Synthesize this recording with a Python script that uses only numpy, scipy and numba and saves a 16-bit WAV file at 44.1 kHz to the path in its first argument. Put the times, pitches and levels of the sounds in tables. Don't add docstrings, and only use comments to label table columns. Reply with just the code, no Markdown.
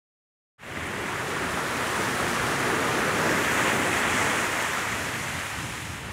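import sys
import numpy as np
from scipy import signal
from scipy.fft import rfft, irfft
from scipy.io import wavfile
from scipy.ndimage import uniform_filter1d, map_coordinates
from numba import njit

SR = 44100
rng = np.random.default_rng(int(sys.argv[2]) if len(sys.argv) > 2 else 0)


def wav_out(sig):
    wavfile.write(sys.argv[1], SR, np.round(np.clip(np.atleast_2d(sig).T, -1, 1) * 32767).astype(np.int16))


N = 269892
TIME = np.arange(N) / SR
TOP_HZ = 15600


def undb(db):
    return 10 ** (np.asarray(db) / 20)


def unit(x):
    return x / np.sqrt(np.mean(x ** 2))


def curves(table):
    times, *columns = np.transpose(table)
    return [np.interp(TIME, times, column) for column in columns]


def bump(at_s, length_s):
    return np.exp(-(2 * (TIME - at_s) / length_s) ** 2)


def swells(table):
    return sum(db * bump(at_s, length_s) for at_s, length_s, db in table)


def wander(rate):
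    hold = max(int(SR / rate), 1)
    steps = rng.standard_normal(N)[np.arange(N) // hold]
    return unit(uniform_filter1d(uniform_filter1d(steps, hold), hold))


def churn(x, colour, flicker_db, flicker_rate, boost_db=lambda octave: 0, bands=18):
    octave = np.log2(np.maximum(np.fft.rfftfreq(N, 1 / SR), 1))
    hz, db = np.transpose(colour)
    spectrum = rfft(x) * undb(np.interp(octave, np.log2(hz), db))
    centres = np.log2(TOP_HZ) - np.arange(bands)[::-1] / 2
    out = np.zeros(N)
    for centre, share in zip(centres, np.eye(bands)):
        band = irfft(spectrum * np.interp(octave, centres, share), N)
        out += band * undb(flicker_db * wander(flicker_rate) + boost_db(centre))
    return unit(out)


@njit
def ring(start_fraction, hz, cycles, strength, glide):
    out = np.zeros(N)
    for k in range(len(hz)):
        length = int(cycles[k] * SR / hz[k]) + 2
        first, phase = int(start_fraction[k] * N), 0.
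        for i in range(min(length, N - first)):
            age = i / length
            phase += 2 * np.pi * hz[k] * (1 + glide * age) / SR
            out[first + i] += strength[k] * np.exp(-5 * age) * np.sin(phase)
    return out


def bubbles(low_hz, high_hz, cycles, spread_db, near_db, count):
    when, pitch, life, luck = rng.random((count, 4)).T
    hz = low_hz * (high_hz / low_hz) ** pitch
    extra_db = -spread_db * np.log(np.maximum(luck, 0.001))
    near = ring(when, hz, cycles * (0.5 + life), hz * undb(extra_db), glide=0.17)
    far = rng.standard_normal(N)
    return far + undb(near_db) * unit(near)


def wind():
    # f/Hz, level/dB
    colour = [(5, -50), (22, -19), (38, -28), (50, -13), (65, -6.5), (85, -3), (125, -1.7), (180, -8.5),
              (300, -12.5), (700, -52), (2000, -60)]
    # t/s, length/s, level change/dB
    gusts = [(.85, .15, 2.5), (2.262, 0.087, 5.5), (2.46, 0.11, 4.5), (3.5, 1.0, 1.5), (4.17, .15, 2.5),
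             (4.68, .3, -3.5), (4.93, .07, 3), (5.496, 0.073, -7.5), (5.62, .12, 4.5), (5.924, 0.058, 3),
             (6.07, .05, 6)]
    level_db = -41 + 0.5 * wander(rate=5) + swells(gusts)
    rumble = churn(rng.standard_normal(N), colour, flicker_db=0.5, flicker_rate=14)
    return rumble * undb(level_db + 0.73 * wander(rate=35))


def spray():
    # t/s, length/s, centre f/Hz, level/dB
    showers = [(0.869, 0.024, 8800, -45), (3.285, 0.19, 5500, -43.5), (3.638, 0.22, 6800, -45),
               (4.197, 0.18, 6600, -41.5)]
    out = np.zeros(N)
    for at_s, length_s, hz, db in showers:
        band = signal.butter(2, [hz / 1.2, hz * 1.14], "bandpass", fs=SR, output="sos")
        drops = unit(signal.sosfilt(band, rng.standard_normal(N)))
        out += drops * undb(db) * bump(at_s, length_s)
    return out


def foam():
    # f/Hz, level/dB
    colour = [(300, -35), (1500, -19), (3000, -1), (4700, -4.5), (6000, -1.5), (7000, 0), (8200, -2),
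              (10000, -4), (11500, -8.5), (13500, -13.5), (15500, -15.5)]
    # t/s, relative level/dB
    froth = [(0.85, -47), (1.96, -38.5), (3.02, -38.5), (3.72, -36.5), (3.84, -38.5), (4.0, -36.5),
             (4.04, -38.5), (4.17, -36), (5.82, -44), (6.08, -49)]
    froth_db, = curves(froth)
    tilt_db_per_octave = -0.46 + 1.5 * bump(at_s=3.6, length_s=0.75)

    def brightness_db(octave):
        return tilt_db_per_octave * np.clip(octave - np.log2(7500), -1, 1)

    pops = bubbles(low_hz=3440, high_hz=15000, cycles=3.9, spread_db=3, near_db=-8.5, count=30000)
    fizz = churn(pops, colour, flicker_db=0.4, flicker_rate=17, boost_db=brightness_db)
    return fizz * undb(froth_db + 1.4 + 0.36 * wander(rate=60))


def surge(lead_s=0):
    # t/s, relative level/dB
    strength = [(0.9, -34), (1.71, -30), (2.75, -27.5), (3.08, -27), (3.14, -27), (3.7, -25), (3.74, -27),
                (4.36, -26), (4.51, -29), (4.62, -28), (5.36, -34), (5.39, -33), (6.04, -39.5),
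                (6.08, -39.5)]
    times, db = np.transpose(strength)
    return np.interp(TIME + lead_s, times, db - db.max())


def wash(focus_db=3, width_octaves=0.6):
    # f/Hz, level/dB
    colour = [(20, -60), (150, -29), (400, -13), (700, -4), (950, -0.5), (1250, -0.15), (1550, -1.1),
              (1850, 0), (2200, -3), (2700, -6.5), (3300, -10), (4000, -16), (4800, -20), (8000, -42)]
    # t/s, f/Hz
    bubble_pitch = [(.85, 2103), (1.1, 1450), (2.8, 1310), (3.7, 2140), (5.0, 2160), (6.1, 3000)]
    common_hz, = curves(bubble_pitch)

    def common_size_db(octave):
        return focus_db * np.exp(-((octave - np.log2(common_hz)) / width_octaves) ** 2)

    ringing = bubbles(low_hz=492, high_hz=4134, cycles=12.4, spread_db=2.5, near_db=-11.5, count=14000)
    water = churn(ringing, colour, flicker_db=0.06, flicker_rate=20, boost_db=common_size_db)
    return water * undb(-24 + surge() + 0.36 * wander(rate=45))


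def roar():
    # f/Hz, level/dB
    colour = [(20, -52), (90, -12.5), (150, -2.5), (230, -0.5), (380, 1), (550, -2.5), (750, -7.5),
              (1200, -27), (3000, -37)]
    # t/s, length/s, extra level/dB
    plunges = [(2.05, 0.29, 1.6), (2.82, 0.39, 1.8), (3.32, .22, 3.5), (3.73, 0.19, 2.5), (4.38, .22, 2.5)]
    level_db = -30 + 1.12 * surge(lead_s=0.44) + swells(plunges)
    clouds = churn(rng.standard_normal(N), colour, flicker_db=-1.3, flicker_rate=19)
    return clouds * undb(level_db + 0.5 * wander(rate=24.86))


def hand_echo(x):
    # t/s, echo delay/ms, echo strength (0 to 1)
    grip = [(.9, 0.074, 0.03), (1.2, .18, 0.03), (1.8, 0.21, 0.1), (3.0, .19, 0.12), (3.9, 0.12, .13),
            (4.4, 0.13, 0.17), (5.5, 0.18, .01)]
    delay_ms, strength = curves(grip)
    earlier_sample = np.arange(N) - delay_ms * SR / 1000
    echo = map_coordinates(x, [earlier_sample], order=3)
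    return (x + strength * echo) / (1 + strength / 2)


def scene():
    wave = roar() + wash() + foam() + spray()
    shore = hand_echo(wave) + wind()
    return np.array([shore, shore])


def record(dry):
    open_s, fade_s = 0.58, 0.19
    opening = np.tanh(np.maximum(TIME - open_s, 0) / fade_s)
    lowpass = signal.ellip(12, 0.1, 90, TOP_HZ, fs=SR, output="sos")
    return signal.sosfilt(lowpass, dry * opening)


dry = scene()
out = record(dry)
wav_out(out)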